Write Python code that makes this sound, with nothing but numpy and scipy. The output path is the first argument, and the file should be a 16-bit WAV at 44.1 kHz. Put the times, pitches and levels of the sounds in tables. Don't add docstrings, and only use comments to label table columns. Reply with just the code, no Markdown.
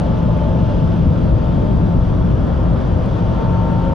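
import sys
import numpy as np
from scipy import signal
from scipy.fft import rfft, irfft
from scipy.io import wavfile
from scipy.ndimage import uniform_filter1d

SR = 44100
rng = np.random.default_rng(int(sys.argv[2]) if len(sys.argv) > 2 else 0)


def digitize_waveform(pressure):
    field = np.atleast_2d(pressure).T
    bounded = np.clip(field, -1, 1)
    quanta = np.round(bounded * 32767).astype(np.int16)
    wavfile.write(sys.argv[1], SR, quanta)


def linear_from_db(decibels):
    return 10 ** (np.asarray(decibels, float) / 20)


N = 173754


def evened(x):
    return x / np.sqrt(np.mean(abs(x) ** 2) + 1e-20)


def read(points, hz):
    f, value = np.transpose(points)
    return np.interp(np.log(hz + 1), np.log(f + 1), value)


def drift(top_hz, t):
    rates = np.geomspace(top_hz / 20, top_hz, 24)
    return evened(sum(np.sin(2 * np.pi * (f * t + rng.random())) / np.sqrt(f) for f in rates))


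# (frequency [Hz], likeness [0-1])
PORT_LIKENESS = [(30, .995), (190, .95), (340, .45), (460, .68), (1600, .22), (2600, .68), (4700, .86),
                 (7300, .1)]
# (frequency [Hz], left lead [rad])
PORT_LEAD = [(30, .28), (130, .55), (290, .8), (370, 2.1), (520, .6), (1300, .6), (2600, .25), (6000, -.1)]
# (frequency [Hz], left minus right [dB])
PORT_TILT = [(30, 3.4), (200, 2.6), (370, -.5), (540, 2.1), (1700, 2.4), (2800, .2), (6000, .5),
             (10000, 2.2)]


def ports(shape, size, swell_db, patch_db, flicker_db):
    hop = size // 4
    hz = np.fft.rfftfreq(size, 1 / SR)
    frames = N // hop + 5
    a, b, c, d, patch = rng.standard_normal((frames, len(hz), 5)).T
    patch = uniform_filter1d(patch, size // 100, 0)
    patch = evened(uniform_filter1d(patch, 3000 // hop, 1))
    same = np.clip(read(PORT_LIKENESS, hz), 0, 1)[:, None]
    left = a + 1j * b
    right = same * left + np.sqrt(1 - same ** 2) * (c + 1j * d)
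    right = right * np.exp(-1j * read(PORT_LEAD, hz))[:, None]
    tilt = linear_from_db(read(PORT_TILT, hz) / 2)[:, None]
    swell = swell_db * drift(2.39, np.arange(frames) * hop / SR)
    field_db = swell + patch_db * patch + flicker_db * rng.standard_normal(frames)
    t = (np.arange(frames) - 2) * hop / SR
    z = np.array([left * tilt, right / tilt]) * shape(hz, t) * linear_from_db(field_db)
    out = signal.istft(z, nperseg=size, noverlap=size - hop)[1][:, :N]
    return out / np.sqrt(np.mean(out.mean(0) ** 2))


def colour(table):
    def shape(hz, t):
        beyond = hz > 1.2 * table[-1][0]
        return linear_from_db(read(table, hz) - 40 * beyond)[:, None]
    return shape


# (frequency [Hz], density [dB per Hz])
RUMBLE_COLOUR = [(8.8, -40), (15, -10.5), (54, -1.5), (107, 0), (144, -4), (167, -1.5), (201, -6),
                 (392, -14.5), (420, -22.5), (550, -51), (920, -120)]


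def rumble():
    return linear_from_db(-15.5) * ports(colour(RUMBLE_COLOUR), size=4096, swell_db=1.18, patch_db=-0.86, flicker_db=-1.1)


# (frequency [Hz], density [dB per Hz])
ROAR_COLOUR = [(220, -34.5), (380, -7), (466, -5), (620, -3.5), (705, -8.5), (911, -11), (967, -10.5),
               (1370, -16), (2300, -33.5), (2990, -66.5), (5060, -120)]


def roar():
    return linear_from_db(-30) * ports(colour(ROAR_COLOUR), size=2048, swell_db=0.84, patch_db=0.6, flicker_db=0.1)


# (frequency [Hz], density [dB per Hz])
RUSH_COLOUR = [(1240, -31.5), (2100, -8), (2420, -3.5), (3350, -1.4), (3920, -9), (5000, -14.5),
               (6400, -18.5), (7600, -35.5)]


def rush():
    return linear_from_db(-48) * ports(colour(RUSH_COLOUR), size=512, swell_db=-1.0, patch_db=0.86, flicker_db=0.7)


# (frequency [Hz], density [dB per Hz])
HISS_COLOUR = [(5500, -20), (6800, 1.5), (7400, -1.5), (8400, -4), (9300, -10), (10200, -5.5), (11000, -7)]


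def hiss():
    return linear_from_db(-69.5) * ports(colour(HISS_COLOUR), size=512, swell_db=0.4, patch_db=-0.2, flicker_db=2.0)


# (frequency [Hz], width [Hz], start level [dB], end level [dB])
PANEL_MODES = [
    (56.4, 15, -28, -26.5),
    (105, 28, -25, -24.5),
    (495.4, 36, -38, -42.5),
    (526, 26, -41, -40),
    (619, 61, -37, -45),
    (655, 54, -44.5, -48.5),
    (2900, 56, -70, -65.5),
]
# (frequency [Hz], width [Hz], start level [dB], end level [dB])
GAP_MODES = [
    (4800, 260, -66.5, -66.5),
    (5356, 240, -69, -69),
    (5900, 220, -69.5, -69.5),
]


def panels_and_gap():
    shift_s, shift_span_s = 2.19, 1
    wander, swell_db = .3, 1.5
    modes = PANEL_MODES + GAP_MODES

    def shape(hz, t):
        along = (1 + np.tanh((t - shift_s) / shift_span_s)) / 2
        levels = [linear_from_db(db0 + (db1 - db0) * along + swell_db * drift(3, t)) for _, _, db0, db1 in modes]
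        power = 0
        for (f, width, _, _), level in zip(modes, levels):
            offset = hz[:, None] - f - wander * width * drift(4, t)
            band = 1 / (1 + (2 * offset / width) ** 2) ** 2
            power = power + band / band.sum(0) * level ** 2
        return np.sqrt(power)

    power = shape(np.arange(0, 8000., 8), np.arange(0, N / SR, .02)) ** 2
    total = np.sqrt(np.mean(power.sum(0)))
    return total * ports(shape, size=4096, swell_db=0.5, patch_db=0.5, flicker_db=0.9)


# (time [s], left level [dB], right level [dB], left lead [rad], upper order level [dB])
WHINE_PATH = [(0, -37, -39, .6, -51), (.3, -36.5, -36.5, .5, -49), (.48, -34.5, -35, .3, -49),
              (.75, -38.5, -36, .3, -57), (1.0, -55, -37, .5, -53), (1.25, -41, -38.5, 2.8, -54.5),
              (1.42, -35, -46, 1.8, -49), (1.9, -35.5, -45, 1, -45), (2.1, -41, -52, .8, -55),
              (2.4, -40, -45, 2.6, -54), (2.7, -53, -40, 1.7, -50), (3.09, -45, -43, 1.3, -52.5),
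              (3.16, -34.5, -38, .7, -47), (3.38, -36, -37, .7, -43.5), (3.42, -29.5, -32.5, .5, -46),
              (3.7, -29.5, -32.5, .4, -44), (3.94, -28, -31, .5, -47)]
# (multiple of the whine, start level [dB], end level [dB], left minus right [dB])
FAINT_ORDERS = [
    (.5, -39, -43.5, -2),
    (2.0, -59, -59.5, 6),
]


def whine():
    start_hz, rise_hz_per_s = 876.8, 7.8
    t = np.arange(N) / SR
    turn = 2 * np.pi * (start_hz * t + rise_hz_per_s * t ** 2 / 2)
    s, *columns = np.transpose(WHINE_PATH)
    left_db, right_db, lead, upper_db = (np.interp(t, s, column) for column in columns)
    left = linear_from_db(left_db + .7 * drift(13, t)) * np.sin(turn + lead)
    right = linear_from_db(right_db + .7 * drift(8, t)) * np.sin(turn)
    out = np.array([left, right])
    for port in out:
        port += linear_from_db(upper_db + 1.3 * drift(9.1, t)) * np.sin(3 * turn / 2 + 1.3 * drift(1.3, t))
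    for k, db0, db1, pan_db in FAINT_ORDERS:
        level = linear_from_db(db0 + (db1 - db0) * t / t[-1] + 1.7 * drift(3, t))
        left = linear_from_db(pan_db / 2) * np.sin(k * turn + 1.3)
        right = linear_from_db(-pan_db / 2) * np.sin(k * turn)
        out += level * np.array([left, right])
    return np.sqrt(2) * out


# (time [s], level [dB])
HUM_SWELL = [(0, -28.5), (.4, -21), (.7, -28), (1.05, -19.5), (1.25, -32), (1.5, -22.5), (2.05, -22),
             (2.3, -24), (2.9, -24), (3.2, -28), (3.55, -21.5), (3.94, -21.5)]


def hum():
    start_hz, rise_hz_per_s = 169.85, 1.35
    t = np.arange(N) / SR
    turn = 2 * np.pi * (start_hz * t + rise_hz_per_s * t ** 2 / 2) + .5 * drift(4, t)
    level_db = -1.1 + np.interp(t, *np.transpose(HUM_SWELL)) + 0.9 * drift(4.3, t)
    pair = np.array([linear_from_db(1.05) * np.sin(turn + 0.34), linear_from_db(-1.4) * np.sin(turn)])
    return np.sqrt(2) * linear_from_db(level_db) * pair


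# (time [s], peak level [dB], left minus right [dB])
HARD_TICKS = [(0.1057, -56, 0.0), (0.1436, -57, 1.0), (0.1855, -54, 1.0), (0.2279, -53, 2.0),
              (0.3018, -56, 1.5), (0.3626, -55, 2.0), (0.3741, -50, 4.5), (0.4928, -50, 5.0),
              (0.6096, -57, 3.0), (0.628, -52, 0.5), (0.6679, -57, 1.5), (0.8306, -55, 1.0),
              (0.875, -51, 2.0), (0.8954, -56, 1.0), (0.9533, -55, 1.5), (0.9732, -55, 0.0),
              (1.1009, -55, 1.5), (1.1349, -54, 1.0), (1.1558, -55, 0.0), (1.3439, -56, 1.0),
              (1.4472, -56, 1.0), (1.4861, -55, 0.5), (1.7305, -55, 1.0), (1.757, -56, 2.5),
              (1.7719, -53, 0.0), (1.8717, -56, 0.5), (1.8862, -55, 1.5), (1.9919, -55, 2.5),
              (2.1231, -55, 2.0), (2.2054, -54, 2.5), (2.2453, -53, 1.0), (2.3132, -55, 1.5),
              (2.3501, -53, 3.0), (2.393, -56, 1.0), (2.4673, -55, 1.0), (2.6345, -53, 3.0),
              (2.7377, -54, 0.5), (2.8121, -55, 3.0), (2.831, -56, 0.5), (2.856, -57, 0.5),
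              (2.8744, -55, 2.5), (2.9153, -55, 0.0), (3.0335, -52, 2.5), (3.0585, -48, 6.5),
              (3.3094, -55, 1.5), (3.3793, -57, 1.5), (3.4207, -55, 1.0), (3.4965, -53, 3.5),
              (3.5723, -54, 1.0), (3.6197, -55, 1.5), (3.6536, -55, 1.5), (3.7005, -57, 1.0),
              (3.7115, -51, 0.0), (3.728, -52, 2.0), (3.7983, -58, 2.5), (3.7983, -49, 4.5),
              (3.8527, -57, 0.0), (3.8861, -54, 2.0)]
# (frequency [Hz], level [dB])
TICK_COLOUR = [(1500, -10), (4000, 2), (7000, 0.1), (9300, -2.5), (10500, 0.1)]


def ticks():
    ticks_per_s, jitter, tick_db, spread_db = 50, .2, -39, 2.4
    left_lag_s, clear_s = .0002, .011
    hard_db, hard_late_s, hard_lean_db = 20.5, .0012, 1
    gap, size, sign = rng.standard_normal((400, 3)).T
    at = np.cumsum(np.clip(1 + jitter * gap, .3, 3)) / ticks_per_s
    s, db, pan_db = np.transpose(HARD_TICKS)
    free = (at < N / SR - clear_s) & (abs(at[:, None] - s).min(1) > clear_s)
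    height = linear_from_db(tick_db + spread_db * np.minimum(size, 1)) * np.sign(sign)
    train = np.zeros((2, N))
    train[:, (at[free] * SR).astype(int)] = height[free]
    lean_db = np.outer([.5, -.5], pan_db - hard_lean_db)
    train[:, ((s + hard_late_s) * SR).astype(int)] = linear_from_db(db + hard_db + lean_db)
    hz = np.fft.rfftfreq(N, 1 / SR)
    z = rfft(train) * linear_from_db(read(TICK_COLOUR, hz))
    left = irfft(z[0] * np.exp(-2j * np.pi * hz * left_lag_s), N)
    right = irfft(z[1], N)
    return np.array([linear_from_db(2.0) * left, linear_from_db(-1.5) * right])


# (frequency [Hz], width [Hz], centre time [s], half length [s], level [dB])
PANEL_SURGES = [(604, 27, 0.34, 0.091, -33.5), (645, 13, .5, .08, -34), (586, 23, 0.32, 0.11, -32.5),
                (510, 15, 0.62, 0.076, -33), (606, 20, 1.7, 0.13, -34.5), (628, 16, 1.3, .14, -34.5),
                (549, 18, 1.5, .14, -34), (524, 28, 2.7, 0.15, -36), (548, 16, 3.87, .1, -34),
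                (119, 14, 2.3, 0.088, -23), (119, 20, 3.2, .1, -21), (58.5, 7.8, 2.2, 0.095, -25),
                (55, 11, 2.8, 0.16, -21), (50, 12, 3.65, 0.084, -24.5), (110, 11, .9, 0.072, -23.5),
                (100, 18, 3.5, .12, -21)]


def surges():
    coarse, t = np.arange(0, N, 16) / SR, np.arange(N) / SR
    out = np.zeros((2, N))
    for f_hz, width, s, half, db in PANEL_SURGES:
        wobble = np.interp(t, coarse, 0.089 * width * drift(9, coarse))
        flutter_db = np.interp(t, coarse, 2.8 * drift(14, coarse))
        swell = linear_from_db(db - 1 + flutter_db) * np.exp(-((t - s) / half) ** 2 / 2)
        turn = 2 * np.pi * f_hz * t + wobble
        tilt = linear_from_db(read(PORT_TILT, f_hz) / 2)
        pair = np.array([tilt * np.sin(turn + read(PORT_LEAD, f_hz)), np.sin(turn) / tilt])
        out += np.sqrt(2) * swell * pair
    return out


def scene():
    noise = rumble() + roar() + rush() + hiss()
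    return noise + panels_and_gap() + surges() + whine() + hum() + ticks()


def band_limit(x):
    return signal.sosfilt(signal.butter(12, 11030, fs=SR, output="sos"), x)


def record(dry):
    even_s, even_share, rest_db = .035, .22, -13.7
    knee, edge_hz, stop_s = 1.05, 11100, .006
    span = round(even_s * SR)
    power = uniform_filter1d((dry ** 2).mean(0), span)
    power_db = 10 * np.log10(uniform_filter1d(power, span // 2) + 1e-9)
    held = dry * linear_from_db(-even_share * (power_db - rest_db))
    over = abs(held).max(0) / knee + 1e-9
    soft = held * np.tanh(over) / over
    soft = np.pad(soft, ((0, 0), (511, 511)), "reflect", reflect_type="odd")
    lowpass = signal.firwin(1023, edge_hz, window=("kaiser", 9), fs=SR)
    edged = signal.oaconvolve(soft, lowpass[None], "valid", axes=1)
    left_s = np.arange(N)[::-1] / SR
    mix = edged * np.sin(np.pi / 2 * np.minimum(left_s / stop_s, 1)) ** 2
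    return band_limit(mix)


dry = scene()
out = record(dry)
digitize_waveform(out)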